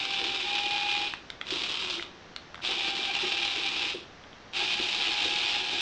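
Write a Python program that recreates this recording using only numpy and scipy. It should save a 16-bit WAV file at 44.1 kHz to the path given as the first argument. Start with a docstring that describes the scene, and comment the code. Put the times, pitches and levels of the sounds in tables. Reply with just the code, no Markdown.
"""A tiny remote-controlled toy makes four short runs over a wooden floor in a quiet room.
It is already driving at the start; three more runs follow, and the last is still going at the end.
In each run plastic gears rattle and snap in the shell and whine at the rate their teeth meet,
while the wheels drum on the boards. In the pauses the steering clicks against its stop.
Noise taps, sine tones and clicks pass through ringing bodies; echoes, soft air and thin tones lie around them."""
import sys
import numpy as np
from scipy import signal
from scipy.fft import rfft, irfft
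from scipy.io import wavfile

SR = 44100
rng = np.random.default_rng(int(sys.argv[2]) if len(sys.argv) > 2 else 0)


def wav_record(signal):
    """Record a signal, one row per channel, as 16-bit PCM in the file named by sys.argv[1]."""
    frames = np.transpose(np.atleast_2d(signal))
    bounded = np.clip(frames, -1, 1)
    # unit amplitude maps onto the largest positive 16-bit level
    quanta = np.round(bounded * 32767).astype(np.int16)
    wavfile.write(sys.argv[1], SR, quanta)


N = 256200
T = np.arange(N) / SR  # time in seconds

# The motor's runs. Each row: switched on in seconds, switched off in seconds, spin-up in seconds,
# gear rattle in dB (before the rattle's overall gain), wheel rumble in dB, treble in dB against the
# rest, depth of the once-a-turn clatter, hollow chassis ring in dB against the rest, stray snaps per second.
RUNS = [ (-0.1, 1.061, 0.028, -32, -51, -10.5, 1.2, -24.5, 7.8),
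        (1.444, 1.957, 0.068, -34.4, -50, -7.5, 1.7, -8, 14),
        (2.613, 3.902, .035, -31, -49.5, -10, 0.79, -28.5, 2.6),
        (4.524, 5.9, 0.044, -29.5, -50, -9, 0.27, -22.5, 1.95), ]
# How fast the gear teeth meet. Each row: time in seconds, teeth per second in Hz.
TOOTH_RATE = [(0, 788), (.38, 790), (.46, 815), (.75, 818), (1.1, 823), (2.64, 760), (2.74, 792),
              (3.1, 793), (3.24, 809), (3.6, 794), (3.9, 803), (4.55, 775), (4.63, 825), (4.8, 828),
              (5.05, 821), (5.35, 827), (5.6, 828), (5.81, 819)]
# When the gears sing. Each row: start in seconds, end in seconds, main tone in dB, then in dB against it
# the 2nd harmonic, 3rd harmonic and second gear's tone, then flutter depth, throb in dB.
WHINES = [ (-0.1, .37, -44, -10.5, -2, -27, 0.27, 0.4), (0.433, 1.04, -38.5, -16, -0.5, -37, 0.24, 1.7),
          (2.633, 3.854, -46, -9, 1.5, -15, 0.45, 3.1), (4.526, 5.904, -45.5, -5.5, -0.5, -7.5, 0.34, 2.6),
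          ]
# How the shell answers a tooth. Each row: frequency in Hz, relative strength in dB.
SHELL = [(400, -23.5), (950, -6.5), (1250, -8), (1500, -11), (1900, -10), (2150, -6.5), (2450, 3),
         (3000, 2), (3750, 2), (4250, -6), (5100, -10), (6100, -19.5), (7200, -24.5), (8600, -32.5),
         (9600, -47)]
# How the boards answer a wheel. Each row: frequency in Hz, relative strength in dB.
BOARDS = [(60, -39.5), (150, -25), (240, -10.5), (300, -6), (350, 4.5), (410, -2.5), (455, -11.5),
          (495, -5.5), (560, -16), (900, -45)]
# Snaps of a caught tooth at set times. Each row: time in seconds, peak of the first strike in dB.
SET_SNAPS = [(.0525, -15.5), (.293, -19), (.360, -17.5), (.6605, -17), (.7807, -16), (.8325, -17),
             (.9515, -16.5), (1.4687, -26), (1.6197, -18), (1.7723, -19.5), (2.6497, -16), (2.720, -18),
             (2.808, -16), (2.9674, -16.5), (3.1513, -14.5), (4.535, -23), (4.7417, -16.5), (5.249, -18)]
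# Seams or dips under the wheels. Each row: time in seconds, drumming in dB, fade in seconds.
BUMPS = [(0.206, -41, 0.061), (.965, -44.5, 0.027), (1.514, -38.5, 0.042), (1.975, -43, 0.014),
         (2.68, -39.5, 0.059), (2.871, -43.5, .02), (3.228, -32, 0.023), (3.565, -42, 0.029),
         (3.935, -38.5, 0.04), (4.615, -42, .02), (4.791, -33, 0.014), (5.25, -33.5, 0.021),
         (5.723, -42, .03)]
# Steering clicks. Each row: time in seconds, level (rms over 5 ms) in dB, ring in Hz,
# ring strength in dB, sharp edge in dB, both against the linkage's own sound.
CLICKS = [(1.1372, -29.5, 2540, 2, -16), (1.302, -32.5, 4140, -1, -6.5), (1.4131, -29, 3350, -5, -28),
          (1.996, -33.5, 2300, 11, -20), (2.025, -32.5, 3600, 2, -9), (2.3623, -32, 4150, 7.5, -1),
          (2.5444, -37.5, 2070, -6, -20), (2.5557, -43, 3550, -5, -12), (2.578, -45, 1250, 5, -20),
          (2.592, -45.5, 1350, 7, -20), (2.603, -45, 1450, 9, -25), (4.238, -50, 3400, 6, -18),
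          (4.33, -48, 3660, 8, -23)]
# How the steering linkage answers a touch. Each row: frequency in Hz, relative strength in dB.
LINKAGE = [(200, -15), (700, -8), (1300, -1), (1700, -5), (2100, 0), (2900, -4), (3500, 0), (4400, -10),
           (5300, -19), (7500, -30), (9600, -48)]
# The sharp edge of a click. Each row: frequency in Hz, relative strength in dB.
CLICK_EDGE = [(500, -17), (3000, -24), (4600, 9), (6500, -5), (8300, -11), (9600, -36)]
# First contact, stop and bounce in one click. Each row: delay in seconds (varied a little), force.
TOUCHES = [(0, .55), (.0006, 1), (.0019, .6)]
# Short flares and lulls of the rattle. Each row: middle in seconds, half length in seconds, change in dB.
SWELLS = [(0.09, 0.027, -2), (0.333, 0.0099, -1), (0.437, 0.022, 0.5), (1.015, 0.015, 1.5),
          (1.558, 0.019, 2.5), (1.638, 0.015, 1.5), (2.89, 0.012, 2.5), (2.932, 0.02, -5),
          (3.045, 0.011, 0.5), (3.128, .018, -3), (3.28, 0.0093, 2.5), (4.762, 0.026, -4),
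          (5.055, 0.022, 1), (5.25, .02, 1.5), (5.65, 0.061, -4)]
# The gears' contact, one row: spread of the tap forces in dB, share of steady rubbing.
TOOTH_CONTACT = (4.2, .3)
# Colour of the room noise. Each row: frequency in Hz, relative strength in dB per Hz.
AIR = [(20, -7.5), (40, -8), (90, -5), (130, -7), (200, -5.5), (470, -8), (700, -9), (1670, -11.5),
       (2400, -15), (3600, -17), (5400, -22), (7000, -33.5), (8400, -47.5), (9500, -86.5)]
# Faint steady electrical tones. Each row: frequency in Hz, level in dB.
TONES = [(775, -71), (1712, -74), (5706, -73.5), (6293, -77.5)]
# How fast echoes die. Each row: frequency in Hz, time to fall by 60 dB in seconds.
ROOM = [(200, 0.2), (1000, 0.19), (3500, 0.29), (9000, 0.17)]

COAST_DB_PER_S = 170  # the gears run down once the motor is off
WHEEL_COAST_DB_PER_S = 95  # the wheels roll on a little longer
SURGE_DB, SURGE_HZ = 0.5, 30  # the rattle swells and sinks with the uneven load
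KICK_DB, KICK_S = 1, 0.044  # the gears rattle harder as they take up the load
WOBBLE = .14  # swing of the meshing phase over one revolution, in radians
WHINE_RISE_S, THROB_HZ = .05, 24  # the tone swells in, then throbs unevenly
BUMP_RISE_S = 0.00796  # a wheel drops into a seam
STRAY_SNAP_DB, STRAY_SPREAD_DB = 11.5, 2.5  # stray snaps: height above the run's rattle setting, spread
AIR_DB = -50  # level of the room noise
EDGE_HZ = 9600  # hardly anything is heard above this


def mesh_turns(waver=.002, waver_hz=30):
    """Counts the teeth passed so far; the speed wavers with the load."""
    teeth_per_s = np.interp(T, *np.transpose(TOOTH_RATE)) * (1 + waver * wander(waver_hz))
    return np.cumsum(teeth_per_s) / SR


def rattle(turns, loose_per_s=400, contact_s=0.0013, gain_db=-2.0, chassis_hz=1120, chassis_t60=0.0055):
    """Every tooth taps the shell with its own force; loose parts tap in between."""
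    spread_db, rub = TOOTH_CONTACT
    tooth_taps = np.diff(np.floor(turns), prepend=0) > 0
    taps = tooth_taps | (rng.random(N) < loose_per_s / SR)
    force = taps * amp(spread_db * np.clip(rng.standard_normal(N), -2, 1.6))
    # each tap is a short burst of rebounds, over the rubbing of the axles
    burst_power = signal.lfilter([1], [1, -np.exp(-2 / (contact_s * SR))], force ** 2)
    contact = evened(np.sqrt(burst_power))
    grit = (contact + rub) * rng.standard_normal(N)
    flare = clatter(turns)
    chassis = mode(chassis_hz, chassis_t60)
    highpass = signal.butter(4, 4400, "high", fs=SR, output="sos")
    out = np.zeros(N)
    for start, end, rise_s, db, _, treble_db, depth, hollow_db, _ in RUNS:
        drive = grit * (1 + depth * flare)
        shell = through(drive, ring(SHELL))
        # the way the toy faces sets the treble share of each run
        treble = signal.sosfiltfilt(highpass, shell)
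        hollow = through(through(drive, chassis), chassis)
        sound = evened(shell - treble) + amp(treble_db) * evened(treble) + amp(hollow_db) * evened(hollow)
        out += amp(db) * level(start, end, rise_s, COAST_DB_PER_S) * load(start) * sound
    return amp(gain_db) * out


def clatter(turns, count=21):
    """Once a revolution the gear binds and jumps: the rattle flares, then fades."""
    revolution, part = np.divmod(turns / count, 1)
    strength = rng.uniform(.35, 1.4, 400)
    return strength[revolution.astype(int)] * np.exp(-part / .38)


def load(start):
    """How hard the gears rattle: a kick at the start, uneven surges, a few flares and lulls."""
    kick = KICK_DB * np.exp(-np.maximum(T - start, 0) / KICK_S)
    swells = sum(db * np.exp(-((T - s) / half_s) ** 2) for s, half_s, db in SWELLS)
    return amp(kick + swells + SURGE_DB * wander(SURGE_HZ))


def snaps(rebound=0.4, shake_db=-5, shake_s=0.013):
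    """A caught tooth lets go and strikes the shell; it rebounds, and loose parts shake for a moment."""
    strikes, shakes, shell = np.zeros(N), np.zeros(N), ring(SHELL)
    rebound_delays = rng.uniform(.0007, .0013, 200)
    fade = np.exp(-T[:1500] / shake_s)
    for (s, db), delay in zip(SET_SNAPS + stray_snaps(), rebound_delays):
        add(strikes, s, amp([db]))
        add(strikes, s + delay, rebound * amp([db]))
        add(shakes, s, amp(db + shake_db) * fade / np.linalg.norm(fade))
    return through(strikes + shakes * rng.standard_normal(N), shell / abs(shell).max())


def stray_snaps(size=40):
    """Further snaps at random times while the motor drives: rows of time in seconds, peak in dB."""
    rows = []
    for start, end, rise_s, db, *_, per_s in RUNS:
        slot = np.arange(size) + rng.random(size)
        spread = rng.uniform(-1, 1, size)
        times = start + rise_s + slot / max(per_s, .1)
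        for s, z in zip(times, spread):
            if 0 < s < end:
                rows.append((s, db + STRAY_SNAP_DB + STRAY_SPREAD_DB * z))
    return rows


def whine(turns, flutter_hz=60):
    """The meshing tone, two harmonics and a second gear's tone; the out-of-round gear adds sidebands."""
    phase = 2 * np.pi * turns + WOBBLE * gear_wheel(turns)
    orders = [1, 2, 3, 17 / 19]  # pitches as multiples of the meshing rate
    out, throb = np.zeros(N), wander(THROB_HZ)
    # complex chance shakes both loudness and phase
    shivers = [wander(flutter_hz) + 1j * wander(flutter_hz) for _ in orders]
    for start, end, db, second_db, third_db, second_gear_db, flutter, throb_db in WHINES:
        loudness = amp(db + throb_db * throb) * level(start, end, WHINE_RISE_S, COAST_DB_PER_S)
        gains = [1, amp(second_db), amp(third_db), amp(second_gear_db)]
        for order, shiver, gain in zip(orders, shivers, gains):
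            tone = ((1 + flutter * shiver) * np.exp(1j * order * phase)).real
            out += gain * loudness * evened(tone)
    return out


def gear_wheel(turns, count=21):
    """The swing of the out-of-round gear, about 39 revolutions a second."""
    return np.sin(2 * np.pi * turns / count)


def wheels(grain_per_s=900, board_hz=355, uneven_db=2.0, uneven_hz=18, knock_db=0):
    """The wheels drum over the uneven grain of the boards; at a seam they knock and drum harder."""
    grain = rng.standard_normal(N) * (rng.random(N) < grain_per_s / SR)
    rolling = np.zeros(N)
    for start, end, rise_s, _, db, *_ in RUNS:
        rolling += amp(db) * level(start, end, rise_s, WHEEL_COAST_DB_PER_S)
    power = (rolling * amp(uneven_db * wander(uneven_hz))) ** 2
    knocks, knock = np.zeros(N), mode(board_hz, .06)
    for s, db, fade_s in BUMPS:
        rise = np.clip((T - s) / BUMP_RISE_S, 0, 1)
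        swell = rise * np.exp(-np.maximum(T - s - BUMP_RISE_S, 0) / fade_s)
        power += (amp(db) * swell) ** 2
        add(knocks, s + BUMP_RISE_S, amp(db + knock_db) * knock / abs(knock).max())
    return np.sqrt(power) * evened(through(grain, ring(BOARDS))) + knocks


def steering():
    """The linkage flips against its stop and bounces; each click brings out one ring of the plastic."""
    out, linkage, edge = np.zeros(N), ring(LINKAGE), ring(CLICK_EDGE)
    for s, db, ring_hz, ring_db, edge_db in CLICKS:
        ringing = through(linkage, mode(ring_hz, .004))[:len(linkage)]
        touch = linkage + amp(edge_db) * edge + amp(ring_db) * ringing / np.linalg.norm(ringing)
        click = np.zeros(len(touch))
        for delay, force in TOUCHES:
            add(click, delay * rng.uniform(.8, 1.2), force * touch)
        # the level counts as if the click's energy filled 5 ms
        add(out, s, amp(db) * np.sqrt(.005 * SR) * click / np.linalg.norm(click))
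    return out


def moving_room(x, change_s=.22, count=6):
    """For the toy's changing place, six patterns of reflections fade into each other in turn."""
    distance = abs((T / change_s - np.arange(count)[:, None] + 1) % count - 1)
    shares = np.cos(np.pi / 2 * np.minimum(distance, 1))
    return sum(room(x * share) for share in shares)


def room(x, delay_s=.005, size=22):
    """Sparse reflections of random sign, each band dying at its own speed."""
    taps = np.zeros(SR)
    at = np.arange(round(delay_s * SR), SR - size, size)
    taps[at + rng.integers(0, size, len(at))] = rng.choice([-1, 1], len(at))
    hz, t, bands = signal.stft(taps, SR, nperseg=256)
    decay = np.exp(-np.log(1000) * t / read(ROOM, hz)[:, None])
    tail = signal.istft(bands * decay, SR, nperseg=256)[1]
    return through(x, tail / np.linalg.norm(tail))


def background():
    """Soft room noise, shaped from random noise, with a few thin steady sine tones."""
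    air = amp(AIR_DB) * evened(through(rng.standard_normal(N), ring(AIR)))
    return air + sum(amp(db) * evened(np.sin(2 * np.pi * hz * T)) for hz, db in TONES)


def amp(db):
    """Turns dB into a plain factor."""
    return 10 ** (np.asarray(db) / 20)


def evened(x):
    """Scales to rms 1."""
    return x / np.sqrt(np.mean(x ** 2) + 1e-20)


def read(points, hz):
    """Reads between the points of a table, on a log-frequency axis."""
    f, value = np.transpose(points)
    return np.interp(np.log(hz + 1), np.log(f + 1), value)


def level(start, end, rise_s, coast_db_per_s):
    """Rises from start, holds until end, then runs down."""
    return np.clip((T - start) / rise_s, 0, 1) * amp(-coast_db_per_s * np.maximum(T - end, 0))


def add(mix, s, sound):
    """Mixes a sound in at time s."""
    part = mix[max(round(s * SR), 0):][:len(sound)]
    part += sound[:len(part)]


def wander(hz):
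    """Smooth chance of rms 1, fading out above about hz."""
    f = np.fft.rfftfreq(N, 1 / SR)
    return evened(irfft(rfft(rng.standard_normal(N)) * np.exp(-(f / hz) ** 2), N))


def ring(spectrum, size=4096):
    """How a body with this spectrum sounds when struck once: starts at once, energy 1."""
    log_gain = np.log(amp(read(spectrum, abs(np.fft.fftfreq(size, 1 / SR)))))
    # the Hilbert transform gives the phase that puts the energy as early as possible
    response = np.fft.ifft(np.exp(np.conj(signal.hilbert(log_gain)))).real[:size // 2]
    return response / np.linalg.norm(response)


def through(x, response):
    """Passes a sound through a body with this impulse response."""
    return signal.oaconvolve(x, response)[:N]


def mode(hz, t60, size=2048):
    """One dying resonance, energy 1; t60 is the seconds it takes to fall by 60 dB."""
    wave = np.sin(2 * np.pi * hz * T[:size]) * np.exp(-np.log(1000) * T[:size] / t60)
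    return wave / np.linalg.norm(wave)


def scene(toy_room_db=-8, whine_room_db=-22, click_room_db=-10):
    """The toy and its steering with their echoes, over the quiet room."""
    turns = mesh_turns()
    toy = rattle(turns) + snaps() + wheels()
    tone, clicks = whine(turns), steering()
    echo = moving_room(amp(toy_room_db) * toy + amp(whine_room_db) * tone + amp(click_room_db) * clicks)
    return (toy + tone + clicks + echo + background())[None]


def record(dry):
    """A steep low-pass filter takes away the highest treble."""
    lowpass = signal.firwin(511, EDGE_HZ, window=("kaiser", 9), fs=SR)
    return signal.oaconvolve(dry, lowpass[None], "same")


dry = scene()
out = record(dry)
wav_record(out)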